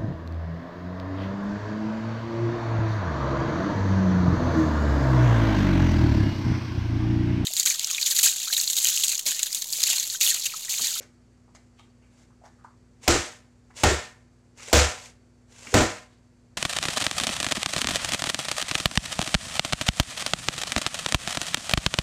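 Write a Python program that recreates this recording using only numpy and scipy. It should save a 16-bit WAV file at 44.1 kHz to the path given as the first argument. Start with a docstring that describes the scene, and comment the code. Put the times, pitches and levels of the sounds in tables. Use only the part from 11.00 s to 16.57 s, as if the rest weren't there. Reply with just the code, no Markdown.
"""On a concrete garage floor, close microphone: a plastic jug with a little water in it is turned in the
hands, then swung down four times. Each landing cracks (noise bursts), rings jug and garage (decaying sines)
and sets the base booming; the garage answers with fading noise and the close microphone overloads. Water
swishes as grainy noise and plops as rising sines, and like sounds lead softly into some landings;
skin brushes the plastic over a faint electric hum."""
import sys
import numpy as np
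from scipy import signal
from scipy.fft import rfft, irfft, next_fast_len
from scipy.io import wavfile
from scipy.ndimage import uniform_filter1d

SR = 44100
rng = np.random.default_rng(int(sys.argv[2]) if len(sys.argv) > 2 else 0)


def master_out(mix):
    """Clip the mix to full scale and print it as 16-bit PCM to the path in sys.argv[1]."""
    frames = np.transpose(np.atleast_2d(mix))
    ceiling = np.clip(frames, -1, 1)
    pcm = np.round(ceiling * 32767).astype(np.int16)
    wavfile.write(sys.argv[1], SR, pcm)


N = 245637  # samples

# Levels are relative within each layer; spectra are relative density, brought to rms 1 by noise().
# Jug landings: t/s, smack level/dB, treble tilt/dB, ringing level/dB, ringing tilt/(dB per octave),
# boom level/dB, delay until the jug lifts/s, edge f/Hz, edge level/dB, knock f/Hz, knock level/dB,
# delay until the water lands/s, water level/dB
JUG_LANDINGS = [(2.078, -2.5, 0, -8, 1, -21.5, .155, 743, -11, 349.3, -12.5, .066, -19.5),
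                (2.835, -3.5, -3, -5.5, 1.5, -13.5, .16, 735, -7.5, 402.2, -16.5, .075, -16.5),
                (3.7294, 2, -1.5, -3, -0.5, -7.5, 0.16, 559, -9, 501, -14, .075, -25.5),
                (4.741, -1.5, -4.5, -2, 0, -20, 0.14, 431, -11, 312.4, -11.5, 0.066, -11.5)]
# Ringing modes of the jug and the garage: f/Hz, level/dB, t60/s (before any damping by the hand)
RINGING_MODES = [(97.6, -14.5, .3), (132.6, -18.5, 0.23), (196, -27, 0.41), (233.6, -17, 0.21),
                 (282.7, -16, 0.27), (333.3, -23, 0.31), (401.8, -22.5, 0.19), (484.3, -16.5, 0.4),
                 (597.4, -23, 0.45), (617, -20, 0.45), (743.3, -22, 0.48), (832, -24, 0.11),
                 (1014, -24.5, 0.51), (1237, -26, 0.08), (1265, -25, 0.43), (1364, -21, 0.42),
                 (1467, -21, 0.32), (1561, -25.5, 0.47), (1815, -25, 0.53), (2080, -30.5, 0.33),
                 (2148, -34, 0.67)]
# Colour of the crack and of its echo, before the treble tilt: f/Hz, level/dB
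SMACK_COLOUR = [(60, -15.5), (200, -4.5), (400, 6), (750, 4), (1100, -1.5), (1800, 1), (3200, -2),
                (5000, -2), (7400, 0.5), (8600, -9.5), (10000, -19.5), (15000, -42)]
# Push of air under the base: f/Hz, level/dB
THUD_COLOUR = [(20, -16.5), (42, -4.5), (65, 0.5), (140, -4.5), (260, -26), (600, -70)]
# Decay of the garage: f/Hz, t60/s
GARAGE_DECAY = [(60, 0.22), (200, 0.16), (450, 0.35), (1100, 0.44), (2500, 0.47), (7500, 0.44),
                (14000, 0.6)]
# Water sliding along the walls when the jug is swung or tipped: t/s, level/dB at t, swell length/s
WATER_SWISHES = [(1.115, -64, 0.11), (2.036, -45.5, 0.035), (2.775, -41, 0.084), (3.586, -48.5, .13),
                 (3.998, -51, 0.071), (4.5, -55.5, 0.25)]
# Colour of the tiny splashes: f/Hz, level/dB
SPRAY_COLOUR = [(240, -32.5), (400, -12.5), (502, 0.5), (640, -5.5), (1010, -5), (1250, -9), (2220, -3.5),
                (3770, -5.5), (4260, -6), (6710, -1.5), (7580, -2.5), (15000, -35)]
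# Water plops; the rows at 2.066, 3.717 and 4.729 s are short soft low-mid lead-ins just before a landing:
# t/s, sine level/dB, starting f/Hz
PLOPS_AND_LEAD_INS = [(.005, -38, 423), (.479, -48, 760), (.548, -43.5, 660), (1.305, -48.5, 1000),
                      (1.415, -43.5, 667), (1.438, -36, 680), (1.461, -40, 712), (1.646, -30, 919),
                      (2.066, -33.5, 728), (2.702, -44.5, 800), (3.68, -34, 480), (3.717, -30.5, 780),
                      (4.041, -46, 873), (4.654, -42.5, 840), (4.729, -22, 450), (4.977, -46, 516)]
# Fingers brushing the plastic, and at 0.787 s a short grainy burst near 1 kHz: t/s, level/dB, stroke length/s,
# centre f/Hz, skin hiss level/dB
FINGER_BRUSHES = [(.003, -49.5, 0.038, 2000, 1), (.546, -49.5, 0.019, 1940, 1),
                  (.772, -54, 0.056, 3300, -9), (0.787, -53, 0.026, 1060, -18),
                  (1.019, -59, 0.033, 2430, -18), (1.437, -54.5, 0.043, 1800, -1),
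                  (1.578, -58.5, 0.059, 1500, -18), (2.70, -52.5, .022, 1840, -19.5),
                  (3.579, -48, .06, 2220, -10.5), (4.668, -40, .014, 2300, -10),
                  (5.11, -58, 0.042, 3900, -16.5)]
# Hiss of skin on plastic: f/Hz, level/dB
SKIN_COLOUR = [(400, -45), (3200, -8.5), (6400, -3), (7400, -4), (9600, -19), (15000, -38)]
# The jug jolts in the hand on the downswing: t/s, level/dB
HAND_JOLTS = [(2.005, -33.5), (4.668, -23)]
# Partials of the electric hum, before the common trim: f/Hz, rms level/dB
HUM_PARTIALS = [(59.2, -62.5), (96.5, -63.5), (118.6, -61.5), (243.4, -60), (343, -72), (400, -77),
                (487, -80)]
# Colour of the still air: f/Hz, level/dB
AIR_COLOUR = [(22, -34.5), (45, -8.5), (120, -8.5), (200, -10), (300, -14), (450, -16), (900, -23),
              (1400, -22.5), (2300, -24), (3400, -27.5), (4600, -24), (7500, -20.5), (10000, -32),
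              (15000, -49.5)]

BOOM_HZ = 73  # the base on its cushion of air
# the water breaks loose, gathers speed, settles
SWISH_RISE_DB_PER_S, SWISH_SWELL_DB_PER_S, SWISH_FALL_DB_PER_S = 650, 58.5, 191.5
WHINE_HZ, WHINE_DB = 4550, -75.5  # a thin whine above the hum
TOP_HZ = 15600  # upper band limit of the recorder


def amp(db):
    """Decibels to amplitude."""
    return 10 ** (np.asarray(db) / 20)


def unit(x):
    """Scale to rms 1."""
    return x / np.sqrt(np.mean(x ** 2) + 1e-20)


def along(points, hz):
    """Read (f/Hz, value) points on a log frequency axis."""
    f, value = np.transpose(points)
    return np.interp(np.log(hz + 1), np.log(f + 1), value)


def filtered(x, response):
    """Multiply the spectrum of x by a response of frequency."""
    size = next_fast_len(len(x) + 8192)
    hz = np.fft.rfftfreq(size, 1 / SR)
    return irfft(rfft(x, size) * response(hz), size)[:len(x)]


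def noise(spectrum, size):
    """Coloured noise of rms 1."""
    return unit(filtered(rng.standard_normal(size), lambda hz: amp(along(spectrum, hz))))


def flutter(size, width):
    """Slow random wander of rms 1: white noise averaged over width samples."""
    return unit(uniform_filter1d(rng.standard_normal(size), size=width))


def add(track, s, sound):
    """Mix a sound in at time s."""
    part = track[max(round(s * SR), 0):][:len(sound)]
    part += sound[:len(part)]


def landings():
    """Smack, hollow pock of the first edge, ringing, panel knock and boom; the water comes down just after."""
    out, t = np.zeros(N), np.arange(SR) / SR
    for (s, smack_db, treble_db, ringing_db, tilt_db, boom_db, lift, edge_hz, edge_db,
         knock_hz, knock_db, water_lag, water_db) in JUG_LANDINGS:
        hit = amp(smack_db) * smack(t, treble_db, crack_db=-6.0, crack_t60=0.013,
                                    echo_db=-10.5, echo_rise=0.023)
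        edge = amp(edge_db) * ring(t, edge_hz, 0.075, rough=24, rise=0.0032)
        ringing = amp(ringing_db) * struck_modes(t, tilt_db)
        knock = amp(knock_db) * ring(t, knock_hz, 0.3, rough=14, rise=0.014)
        boom = amp(boom_db) * ring(t, BOOM_HZ, 0.46, rough=1.8, rise=0.022)
        thud = amp(-21.5) * noise(THUD_COLOUR, len(t)) * amp(-60 * t / 0.36)
        choke = .5 - .5 * np.tanh((t - lift) / 0.011)  # the base stops booming once it leaves the floor
        add(out, s, hit + edge + ringing + knock + (boom + thud) * choke)
        water = amp(water_db) * ring(t, knock_hz, .16, rough=26, rise=0.0064)
        add(out, s + water_lag, water)
    return out


def smack(t, treble_db, crack_db, crack_t60, echo_db, echo_rise):
    """One edge cracks on the concrete, the rest of the base slaps after it, and the echo builds up."""
    tilt = [(1800, 0), (4500, 1)]  # treble setting takes hold between these f/Hz
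    colour = [(hz, db + treble_db * along(tilt, hz)) for hz, db in SMACK_COLOUR]
    contact = amp(-60 * t / crack_t60)
    for delay, db in [(.003, 5.5), (.011, -4.5)]:  # later slaps: delay/s, level/dB
        contact = contact + (t > delay) * amp(db - 60 * np.abs(t - delay) / crack_t60)
    crack = amp(crack_db) * contact * noise(colour, len(t))
    rattle = amp(0.95 * flutter(len(t), width=300))  # the thin walls flutter
    echo = dying(noise(colour, len(t))) * rattle * (1 - np.exp(-t / echo_rise))
    return crack + amp(echo_db) * echo


def struck_modes(t, tilt_db):
    """Jug and garage ring at new strengths on every blow; random phase drift broadens the higher modes most."""
    out = np.zeros(len(t))
    for hz, db, t60 in RINGING_MODES:
        mode_db = db + tilt_db * np.log2(hz / 500) + rng.normal(0, 2)
        strength = rng.choice([-1, 1]) * amp(mode_db)
        out += strength * ring(t, hz, t60, rough=3.5 + hz / 130, rise=.009)
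    return out


def ring(t, hz, t60, rough, rise):
    """One decaying sine with a random phase drift."""
    drift = np.cumsum(rng.standard_normal(len(t))) / np.sqrt(SR)
    return np.sin(2 * np.pi * hz * t + rough * drift) * amp(-60 * t / t60) * (1 - np.exp(-t / rise))


def dying(x):
    """Each frequency of x fades at the pace of the garage."""
    hz, t, z = signal.stft(x, SR, nperseg=256)
    fade = amp(-60 * t / along(GARAGE_DECAY, hz)[:, None])
    return signal.istft(z * fade, SR, nperseg=256)[1][:len(x)]


def in_garage(x, wet_db):
    """A sound with its diffuse echo off the garage."""
    tail = dying(rng.standard_normal(SR))
    echo = signal.fftconvolve(x, tail / np.linalg.norm(tail))[:len(x)]
    return x + amp(wet_db) * echo


def swish(grain_db, wet_db):
    """A film of water rushes along the inside in tiny splashes: starts quickly, swells, then settles."""
    level = np.zeros(N)
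    for s, db, length in WATER_SWISHES:
        t = np.arange(N) / SR - s
        rise = SWISH_RISE_DB_PER_S * np.minimum(t, 0)
        swell = SWISH_SWELL_DB_PER_S * np.clip(t, 0, length)
        fall = SWISH_FALL_DB_PER_S * np.maximum(t - length, 0)
        level += amp(db + rise + swell - fall)
    splashes = amp(grain_db * flutter(N, width=130))
    return level * unit(in_garage(splashes * noise(SPRAY_COLOUR, N), wet_db))


def plops_and_lead_ins(t60, rise, splash_db, splash_t60, wet_db):
    """A brief rising sine under slightly higher noise: trapped air and closing water, or a soft lead-in."""
    out, t = np.zeros(N), np.arange(SR // 2) / SR
    for s, db, hz in PLOPS_AND_LEAD_INS:
        tone = amp(-60 * t / t60) * np.sin(2 * np.pi * hz * t * (1 + rise * t))
        splash = unit(filtered(rng.standard_normal(len(t)),
                               lambda f: np.exp(-(np.log2((f + 1) / (1.2 * hz)) / .55) ** 2)))
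        splash = amp(splash_db - 60 * t / splash_t60) * splash
        sound = (tone + splash) * (1 - np.exp(-t / .0012))
        add(out, s, amp(db) * in_garage(sound, wet_db))
    return out


def brushes(wet_db):
    """Short grainy rubs of skin on plastic, and one grainy burst near 1 kHz; the longer ones swell more slowly."""
    out, t = np.zeros(N), np.arange(SR // 2) / SR
    for s, db, length, hz, hiss_db in FINGER_BRUSHES:
        rub = noise([(hz / 16, -45), (hz / 2, -11), (hz, 0), (hz * 1.15, -3),
                     (hz * 1.5, -19), (hz * 5, -45)], len(t))
        hiss = amp(hiss_db) * noise(SKIN_COLOUR, len(t))
        grains = unit(amp(4 * flutter(len(t), width=130)))
        stroke = np.exp(-(t / length) ** 2) * (1 - np.exp(-t / (0.35 * length)))
        add(out, s, amp(db) * (rub + hiss) * grains * stroke)
    return in_garage(out, wet_db)


def jolts(centre_hz, t60):
    """The soft hand rings mainly the low modes, and damps them."""
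    out, t = np.zeros(N), np.arange(SR // 2) / SR
    for s, db in HAND_JOLTS:
        add(out, s, amp(db) * struck_modes(t, tilt_db=0) * amp(-60 * t / t60))
    band = [(centre_hz / 2, -12), (centre_hz, 0), (centre_hz * 2, -12), (centre_hz * 5, -40)]
    return filtered(out, lambda hz: amp(along(band, hz)))


def background(hum_db, air_db):
    """A faint electric hum of steady sines and a narrow noise whine in still air."""
    t = np.arange(N) / SR
    hum = sum(np.sqrt(2) * amp(db) * np.sin(2 * np.pi * (hz * t + rng.random()))
              for hz, db in HUM_PARTIALS)
    whine = unit(filtered(rng.standard_normal(N), lambda hz: np.exp(-((hz - WHINE_HZ) / 70) ** 2)))
    return amp(hum_db) * hum + amp(air_db) * noise(AIR_COLOUR, N) + amp(WHINE_DB) * whine


def scene():
    """Landings, water and hands over the still garage."""
    swishes = swish(grain_db=2.5, wet_db=-5.0)
    plops = plops_and_lead_ins(t60=0.023, rise=3.4, splash_db=-13.0, splash_t60=0.21, wet_db=-15.0)
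    hands = brushes(wet_db=-0.5) + jolts(centre_hz=230, t60=0.2)
    return (landings() + swishes + plops + hands + background(hum_db=-2.5, air_db=-60))[None]


def suppress(x, threshold_db, depth_db):
    """The recorder turns the treble down whenever it is faint."""
    treble = filtered(x, lambda hz: 1 - 1 / (1 + (hz / 1500) ** 2))
    power = np.abs(uniform_filter1d(treble ** 2, size=700))
    gain = amp(depth_db / (1 + power / amp(threshold_db) ** 2))
    return x + treble * (gain - 1)


def overload(x, top, hardness):
    """The close microphone flattens peaks smoothly towards the level top."""
    return x / (1 + np.abs(x / top) ** hardness) ** (1 / hardness)


def record(dry):
    """Noise suppression, overload on the landings, then the band limit."""
    x = suppress(dry[0], threshold_db=-59.5, depth_db=-17.5)
    x = overload(x, top=.33, hardness=6)
    return filtered(x, lambda hz: 1 / (1 + (hz / TOP_HZ) ** 120))[None]


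dry = scene()
out = record(dry)
master_out(out)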